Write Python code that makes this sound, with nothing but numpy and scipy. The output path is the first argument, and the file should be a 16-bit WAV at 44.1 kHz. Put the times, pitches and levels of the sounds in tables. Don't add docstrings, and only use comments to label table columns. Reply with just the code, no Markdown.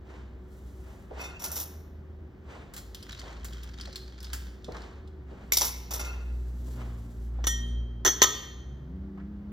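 import sys
import numpy as np
from scipy import signal
from scipy.fft import rfft, irfft, next_fast_len
from scipy.io import wavfile

SR = 44100
rng = np.random.default_rng(int(sys.argv[2]) if len(sys.argv) > 2 else 0)


def bounce(signal):
    frames = np.transpose(np.atleast_2d(signal))
    limited = np.clip(frames, -1, 1)
    pcm = np.round(limited * 32767).astype(np.int16)
    wavfile.write(sys.argv[1], SR, pcm)


N = 419832
TIME = np.arange(N) / SR

# f/Hz, left-right correlation
PORT_CORRELATION = [(100,.98),(300,.85),(700,.4),(1300,.75),(2200,.7),(4000,.96),(6500,.84),(8300,.82),(9100,.998),(10400,.998),(11300,.78),(12900,.78),(13700,.995)]


def from_db(db):
    return 10 ** (np.asarray(db) / 20)


def rms_one(x):
    return x / np.sqrt(np.mean(x ** 2) + 1e-20)


def in_time(rows):
    t_s, *columns = np.transpose(rows)
    return [np.interp(TIME, t_s, column) for column in columns]


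def at_hz(points, hz):
    f_hz, value = np.transpose(points)
    return np.interp(np.log(hz + 1e-6), np.log(f_hz), value)


def dying(size, t60_s):
    return np.exp(-np.log(1000) * TIME[:size] / max(t60_s, 1e-3))


def add(out, t_s, sound):
    at = int(t_s * SR)
    out[:, at:at + sound.shape[1]] += sound[:, :N - at]


def drift(rate_hz, size=N):
    steps = TIME[:size] * rate_hz
    count = int(steps[-1]) + 2
    return np.interp(steps, np.arange(count), rng.standard_normal(count)) * np.sqrt(3 / 2)


def noise(colour_db, size=N):
    padded = next_fast_len(size, True)
    hz = np.fft.rfftfreq(padded, 1 / SR)
    mid, side = rfft(rng.standard_normal((2, padded)))
    alike = np.clip(at_hz(PORT_CORRELATION, hz), 0, 1)
    pair = np.sqrt((1 + alike) / 2) * mid + np.sqrt((1 - alike) / 2) * side * [[1], [-1]]
    return irfft(pair * from_db(colour_db(hz)), padded)[:, :size]


def wash(spectrum):
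    return rms_one(noise(lambda hz: at_hz(spectrum, hz)))


def bump(hz, centre_hz, share):
    return 1 / (1 + ((hz - centre_hz) / (share * centre_hz)) ** 2)


def resonant(colour, modes, hz, lift_db, share):
    peaks = [bump(hz, mode[0], share) * from_db(min(mode[1], 0) / 4) for mode in modes]
    return at_hz(colour, hz) + lift_db * np.max(peaks, axis=0)


def contact(colour_db, body_db, middle_db, treble_db, t60_s, crack_db, grain_db, size=8192):
    tilt = [(1700, body_db), (3200, middle_db), (7500, middle_db), (11500, treble_db)]
    tail = dying(size, t60_s) * from_db(grain_db * drift(500, size=size))
    crack = from_db(crack_db) * dying(size, 0.0022)
    return noise(lambda hz: colour_db(hz) + at_hz(tilt, hz), size=size) * (tail + crack)


def ring(modes, spread_db, flutter, size=44100):
    out = np.zeros((2, size))
    for hz, level_db, t60_s in modes:
        apart = np.sqrt(1 - at_hz(PORT_CORRELATION, hz)) / 2
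        phase = rng.uniform(0, 2 * np.pi) + apart * rng.standard_normal((2, 1))
        phase = phase + flutter * drift(45, size=size)
        strength = from_db(level_db + spread_db * rng.standard_normal())
        strength = strength * np.exp(flutter / 2 * drift(45, size=size))
        out += strength * dying(size, t60_s) * np.sin(2 * np.pi * hz * TIME[:size] + phase)
    return out


def gestures(rows, rise_s, fall_s):
    power = 0
    for t_s, hold_s, db in rows:
        fade = np.maximum(t_s - TIME, 0) / rise_s + np.maximum(TIME - t_s - hold_s, 0) / fall_s
        power = power + (from_db(db) * np.exp(-np.minimum(fade, 20))) ** 2
    return np.sqrt(power)


def orders(pitch_hz, table, waver_db, wander=.007):
    turn = 2 * np.pi * np.cumsum(pitch_hz * (1 + wander * drift(13))) / SR
    return sum(np.sqrt(2) * from_db(db + waver_db * drift(9)) * np.sin(k * turn) for k, db in table)


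def idle_engine():
    # t/s, f/Hz
    idle_pitch = [(0.0, 64.0), (0.1, 65), (1.18, 65), (1.54, 77.5), (2.6, 79.5), (2.77, 56), (2.99, 56),
                  (4.16, 62.5), (4.46, 63.0), (4.88, 57.5), (5.02, 78.0), (5.12, 75.5), (5.39, 61),
                  (6.67, 61), (6.91, 58.5), (8.09, 58.5), (8.8, 65.0)]
    # t/s, level/dB
    idle_level = [(0.0, -45.5), (0.82, -45), (0.98, -61), (1.14, -48), (2.25, -46.5), (2.33, -54),
                  (2.94, -50.5), (3.71, -37.5), (3.95, -46), (4.48, -39.5), (4.58, -47.5), (5.19, -45),
                  (5.41, -52), (5.49, -43.5), (6.34, -32), (7.13, -41.5), (7.21, -31), (7.85, -31.5),
                  (8.3, -48.5), (8.59, -41.5), (9.47, -47.5), (9.52, -52.5)]
    # t/s, level/dB
    idle_overtones = [(0.0, -65), (0.21, -59), (0.48, -73), (5.12, -62.5), (5.62, -54.5), (6.26, -58),
                      (6.81, -43), (7.37, -50.5), (7.64, -43), (9.23, -61.5), (9.52, -55)]
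    # multiple of firing rate, level/dB re the overtone level
    idle_orders = [(2,-0.5),(3,-11.5),(4,-6.5),(5,-17)]
    (firing_hz,), (firing_db,) = in_time(idle_pitch), in_time(idle_level)
    (overtones_db,) = in_time(idle_overtones)
    firing = from_db(firing_db) * orders(firing_hz, [(0.99, 0)], waver_db=1.5)
    return firing + from_db(overtones_db) * orders(firing_hz, idle_orders, waver_db=1.0)


def fridge():
    # f/Hz, level/dB
    fridge_tones = [(199,-64.5),(375,-61)]
    return orders(np.ones(N), fridge_tones, waver_db=2.5)


def room_tone():
    # f/Hz, density/dB per Hz
    air_spectrum = [(20,-28),(35,-9),(50,-2),(70,3),(110,-7),(200,-8.5),(350,-12.5),(500,-18.5),(1000,-27),(2000,-33),(4000,-45.5),(8000,-54.5),(16000,-56.5)]
    return from_db(-48.5 + 0.27 * drift(4)) * wash(air_spectrum)


def shuffling():
    # hold start t/s, hold/s, level/dB
    shuffles = [(.11,0.037,-52),(.87,0.045,-56.5),(1.18,0.042,-45),(1.44,0.15,-51.5),(2.51,0.044,-49),(3.26,0.057,-49.5),(4.75,0.034,-46.5),(5.31,0.13,-57.5),(5.95,0.16,-48),(6.8,0.018,-49.5),(7.36,0.047,-61),(9.19,0.0093,-71)]
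    # f/Hz, relative level/dB
    shuffle_colour = [(100,-14),(400,4.5),(900,3),(1500,-2),(2500,-6),(5000,-18),(8000,-20.5),(12000,-33),(16000,-42)]
    gain = gestures(shuffles, rise_s=.035, fall_s=.1)
    return gain * from_db(1.5 * drift(70)) * wash(shuffle_colour)


def sleeve():
    # hold start t/s, hold/s, level/dB
    reaches = [(.53,0.48,-67.5),(5.47,.1,-75),(6.22,0.26,-67),(6.55,0.7,-66),(6.69,.01,-55.5)]
    # f/Hz, relative level/dB
    sleeve_colour = [(300,-11),(2000,0),(5000,-2),(8000,2),(11000,2),(14000,-8),(16000,-8.5)]
    gain = gestures(reaches, rise_s=0.062, fall_s=0.082)
    return gain * from_db(1.5 * drift(76)) * wash(sleeve_colour)


def soft_knocks():
    # t/s, level/dB, f/Hz
    knock_rows = [(1.108,-35,549),(1.169,-42,482),(3.229,-43.5,617),(3.871,-40.5,511),(4.682,-30.5,470),(4.745,-36,1150),(5.314,-39.5,420),(6.677,-42,441),(7.384,-43,600),(9.173,-46.5,1087),(9.197,-52,1640)]
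    out = np.zeros((2, N))
    envelope = (1 - np.exp(-TIME[:8192] / 0.0025)) * dying(8192, t60_s=.1)
    for t_s, db, pitch_hz in knock_rows:
        thud = noise(lambda hz: 18 * np.log10(bump(hz, pitch_hz, 0.42)), size=8192)
        add(out, t_s, from_db(db) * rms_one(thud) * envelope)
    return out


def spoons():
    # t/s, level/dB, body tilt/dB, treble tilt/dB
    spoon_hits = [(1.182,-41,-3,-27),(1.2,-31.5,-1.5,-23),(1.2366,-32.5,-12,-30),(1.394,-30,-10,-17),(1.418,-29,-5,-10),(1.439,-21,-13.5,-13),(1.5646,-22.5,-11,-11.5),(5.5212,-9.5,-21.5,-15),(5.5708,-10,-21,-16),(5.611,-12.5,-14,-23),(5.6197,-14.5,-11,-27),(5.65,-18.5,-16,-11),(5.9072,-22.5,-8,-15.5),(5.9354,-20.5,-15,-13.5),(5.995,-24,-9,-30),(6.0475,-30,-17,-28)]
    # t/s, level/dB
    shaft_hits = [(1.195,-51),(1.2376,-50.5),(1.4404,-57),(5.6184,-57),(5.9938,-47),(6.0475,-50.5)]
    # f/Hz, level/dB, t60/s
    spoon_modes = [(3750,-16,0.18),(4900,-9,.1),(5590,-3,0.15),(5720,-9,0.16),(5810,-7,0.22),(6500,-18,0.19),(8710,-8,0.17),(11120,-2,0.26),(12700,-5,0.13),(13506,-5,0.16),(14630,-7.5,.1)]
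    # f/Hz, level/dB, t60/s
    shaft_modes = [(1405,1,0.6),(2100,-1,.33),(2535,5,.45),(2680,3,0.7),(3595,-4,0.4),(4230,-10,0.35),(4610,-10,0.55),(5790,-7.5,.4),(6508,-11.5,.5),(7390,-13,.45)]
    # f/Hz, level/dB, t60/s
    holder_modes = [(2130,3,0.039),(2280,1,.08)]
    # f/Hz, relative level/dB
    spoon_colour = [(100,-27),(350,1.5),(1000,5.5),(1600,-4),(3200,-2),(4500,-4),(5700,5),(7500,-0.5),(10000,6),(13000,2.5),(15300,-2),(16500,-25.5)]
    draw_start_s, draw_end_s, rattles_per_s = 1.513, 1.61, 24
    rattle_db, rattle_body_db, rattle_treble_db = -25, -19.5, -7
    slide_s, hard_db, soft_db = 0.0035, -16.5, -30
    landing_s, landing_db = 5.5212, -23
    out = np.zeros((2, N))
    all_modes = list(spoon_modes) + list(shaft_modes)

    def colour_db(hz):
        return resonant(spoon_colour, all_modes, hz, lift_db=7, share=0.012)

    rattle = []
    for beat_s in np.arange(draw_start_s, draw_end_s, 1 / rattles_per_s):
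        t_s, db = beat_s + 0.0018 * rng.normal(), rattle_db + 1.3 * rng.normal()
        rattle.append((t_s, db, rattle_body_db, rattle_treble_db))
    for t_s, db, body_db, treble_db in list(spoon_hits) + rattle:
        touch = contact(colour_db, body_db, -10.5, treble_db, t60_s=0.19,
                        crack_db=-10.5, grain_db=2.5, size=12000)
        touch = touch + from_db(-20.5) * ring(spoon_modes, spread_db=-1.0, flutter=0.89, size=12000)
        attack_s = np.interp(db, [soft_db, hard_db], [slide_s, 1 / SR])
        add(out, t_s, from_db(db) * touch * (1 - np.exp(-TIME[:touch.shape[1]] / attack_s)))
    landing = ring(holder_modes, spread_db=1, flutter=.5, size=8192)
    add(out, landing_s, from_db(landing_db) * landing)
    for t_s, db in shaft_hits:
        add(out, t_s, from_db(db) * ring(shaft_modes, spread_db=1.5, flutter=1.0, size=30000))
    return out


def ice_touch(pitch_hz, body_db, treble_db, t60_s):
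    # f/Hz, level/dB
    glass_modes = [(1570,0),(3290,-9),(4180,-13),(5080,-5.5),(7400,-23)]
    # f/Hz, relative level/dB
    ice_colour = [(150,-16),(700,-3.5),(1500,6.5),(2400,6),(3300,6.5),(5000,7),(7000,2),(10000,12.5),(13000,5),(16000,0)]

    def colour_db(hz):
        glass_db = resonant(ice_colour, glass_modes, hz, lift_db=4, share=0.033)
        return glass_db + 8 * bump(hz, pitch_hz, 0.11)

    return contact(colour_db, body_db, -13.0, treble_db, t60_s, crack_db=-7.5, grain_db=0.5)


def ice_hits():
    # t/s, level/dB
    glass_taps = [(2.7375,-36),(2.7645,-33.5),(2.7776,-34),(3.4457,-32),(4.3318,-26),(4.3424,-42)]
    # t/s, level/dB, treble tilt/dB, f/Hz
    cube_clicks = [(2.9468,-29.5,-17.5,3100),(3.0273,-34.5,-21,5030),(3.121,-33.5,-22,3340),(3.1945,-31,-27,4560),(3.5318,-35,-29,3220),(3.6329,-35,-18,3250),(3.8108,-29,-28,4640),(3.9288,-36.5,-44,4450),(3.9579,-24,-22.5,4180),(4.204,-37,-22,5070),(4.229,-36,-15,3510),(4.244,-31.5,-24,4990),(4.6445,-35,-32,3460),(4.82,-41.5,-41,4430),(5.0757,-48,-30,3300)]
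    out = np.zeros((2, N))
    for t_s, db in glass_taps:
        tap = ice_touch(pitch_hz=7070, body_db=-9, treble_db=-14, t60_s=0.11)
        add(out, t_s, from_db(db) * tap)
    for t_s, db, treble_db, cube_hz in cube_clicks:
        click = ice_touch(cube_hz, body_db=-20.5, treble_db=treble_db, t60_s=0.053)
        add(out, t_s, from_db(db) * click)
    return out


def ice_churn():
    # hold start t/s, hold/s, level/dB
    pushes = [(3.09,0.022,-52),(3.277,0.055,-60),(3.55,0.096,-58.5),(3.794,0.13,-56.5),(4.05,.04,-66.5),(4.258,0.13,-57.5),(4.757,0.024,-59)]
    # f/Hz, relative level/dB
    grind_colour = [(300,-29),(900,-4),(1500,6),(2400,1),(3400,-6),(4400,-3),(6300,-3.5),(8500,-13.5),(12000,-23),(16000,-33)]
    rise_s, fall_s, ticks_per_s = 0.067, 0.1, 85
    tick_db, tick_spread_db = 2, 16
    out = np.zeros((2, N))
    churn = gestures(pushes, rise_s, fall_s)
    grinding = churn * from_db(-6.0 + 4.8 * drift(160)) * wash(grind_colour)
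    beats_s = np.arange(pushes[0][0] - 2 * rise_s, pushes[-1][0] + 2 * fall_s, 1 / ticks_per_s)
    for beat_s, (late, pitch, force) in zip(beats_s, rng.random((len(beats_s), 3))):
        t_s = beat_s + 2 * late / ticks_per_s
        cube_hz = 3200 * 1.7 ** (pitch ** 3)
        tick = noise(lambda hz: at_hz(grind_colour, hz) + 16 * bump(hz, cube_hz, .06), size=2048)
        gain = churn[int(t_s * SR)] * from_db(tick_db + tick_spread_db * force ** 2.1)
        add(out, t_s, gain * rms_one(tick) * dying(2048, 0.032))
    return out + grinding


def bottles():
    # t/s, level/dB, body tilt/dB, treble tilt/dB, t60/s
    bottle_hits = [(7.4414,-20.5,-5.5,-31,0.056),(7.47,-6.5,-15,-35,0.063),(8.050,-10.5,-7.5,-28,0.16),(8.0623,-7,-8,-17.5,0.11),(8.077,-11.5,-7,-25,.06),(8.2185,4,-12.5,-31.5,0.049),(8.2264,0.5,-25,-15.5,.07),(8.238,-4,-9.5,-24.5,0.048)]
    # t/s, first bottle level/dB, second bottle level/dB, rack level/dB
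    bottle_rings = [(7.4416,-45.5,-63,-89.5),(7.4689,-25,-50.5,-63.5),(8.0497,-34.5,-25,-59.5),(8.076,-38,-32,-51),(8.2188,-30,-22,-27.5)]
    # f/Hz, level/dB, t60/s, body (0 first bottle, 1 second bottle, 2 rack)
    bottle_modes = [(1863,-3,0.4,0),(3168,-12,0.9,0),(3177,-13,0.65,0),(3486,-8,0.33,0),(5814,4,0.32,0),(6487,-4.5,0.27,0),(7100,-13,0.33,0),(7983,-11,0.24,0),(10715,-1.5,.18,0),(12100,-13,.2,0),(13160,-18,.22,0),(15560,-19,0.15,0),
                    (3030,-10,.16,1),(3268,-14,.45,1),(3490,-13,.55,1),(3560,-16,.5,1),(4490,-17.5,.45,1),(5748,-3,0.33,1),(6264,4.5,0.24,1),(6400,-8,.33,1),(6990,-12,.35,1),(12050,-10.5,.23,1),(15100,-23,.1,1),
                    (1018,0,.16,2),(1198,-9.5,.6,2),(1281,-1,0.27,2),(1868,-10,.7,2)]
    # f/Hz, relative level/dB
    bottle_colour = [(100,-3.5),(260,-3.5),(360,8.5),(480,1.5),(700,1),(1250,-0.5),(1850,5),(2500,-4),(3300,3),(4800,-6.5),(6200,4.5),(7800,-5.5),(9000,-34),(12300,4.5),(13300,1),(14100,-17.5),(15300,-11),(16300,-19)]
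    knocks, ringing = np.zeros((2, 2, N))

    def colour_db(hz):
        return resonant(bottle_colour, bottle_modes, hz, lift_db=12, share=0.01)

    for t_s, db, body_db, treble_db, t60_s in bottle_hits:
        knock = contact(colour_db, body_db, -12, treble_db, t60_s, crack_db=-17.0, grain_db=-1.5)
        add(knocks, t_s, from_db(db) * knock)
    for t_s, *strengths_db in bottle_rings:
        for body, (db, flutter) in enumerate(zip(strengths_db, (.4, .7, .8))):
            own_modes = [mode[:3] for mode in bottle_modes if round(mode[3]) == body]
            add(ringing, t_s, from_db(db) * ring(own_modes, spread_db=3.0, flutter=flutter))
    return knocks, ringing


def second_engine():
    # t/s, firing f/Hz, level/dB
    pull_away = [(8.3,61.86,-84),(8.6,62.5,-55.5),(8.8,69.3,-51),(8.95,92.9,-44.5),(9.1,96.3,-45),(9.3,98,-46.5),(9.52,100.4,-48)]
    # multiple of firing rate, relative level/dB
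    pull_orders = [(.84,-3.5),(1.7,-6.5),(2,2),(3,-7.5)]
    firing_hz, level_db = in_time(pull_away)
    return from_db(level_db) * orders(firing_hz, pull_orders, waver_db=1.8, wander=.03)


def room(x, wet_db, size=40000):
    # f/Hz, t60/s
    room_t60 = [(150,0.93),(700,0.79),(2500,0.86),(5500,0.67),(8000,0.36),(12000,1),(16000,0.23)]
    edges_hz = np.geomspace(100, 18000, 12)
    hz, tail = np.fft.rfftfreq(size, 1 / SR), 0
    white = rfft(noise(np.zeros_like, size=size))
    for low, high in zip(edges_hz, edges_hz[1:]):
        band = irfft(white * ((hz >= low) & (hz < high)), size)
        tail = tail + band * dying(size, at_hz(room_t60, np.sqrt(low * high)))
    tail = tail * (1 - np.exp(-TIME[:size] / 0.0043))
    tail = from_db(wet_db) * rms_one(tail) / np.sqrt(size)
    return signal.fftconvolve(x.mean(axis=0)[None], tail, axes=1)[:, :N]


def scene():
    hum = idle_engine() + fridge() + second_engine()
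    hands = shuffling() + sleeve() + soft_knocks()
    steel, drink = spoons(), ice_hits() + ice_churn()
    knocks, ringing = bottles()
    sent = from_db(-1.0) * hands + from_db(-5.0) * steel + from_db(-1) * drink
    sent += from_db(-6) * knocks + from_db(-10.0) * ringing
    return hands + steel + drink + knocks + ringing + room(sent, wet_db=-7) + room_tone() + hum


def record(dry):
    # f/Hz, left lead/rad
    port_phase = [(0,0),(600,.2),(1300,0),(2000,-1.6),(2500,-3.15),(3000,-4.9),(3750,-6.25),(6500,-7.35),(8000,-8.4),(9100,-9.4),(10400,-9.45),(12500,-11.2),(13700,-12.55),(17000,-12.57)]
    cutoff_hz, ceiling = 16000, .82
    padded = next_fast_len(N + 4096, True)
    hz = np.fft.rfftfreq(padded, 1 / SR)
    turn = np.interp(hz, *np.transpose(port_phase)) * np.array([[.5], [-.5]])
    heard = irfft(rfft(dry, padded) * np.exp(1j * turn), padded)
    rounded = heard / (1 + (heard / ceiling) ** 6) ** (1 / 6)
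    low_pass = 1 / np.sqrt(1 + (hz / cutoff_hz) ** 120)
    return irfft(rfft(rounded) * low_pass, padded)[:, :N]


dry = scene()
out = record(dry)
bounce(out)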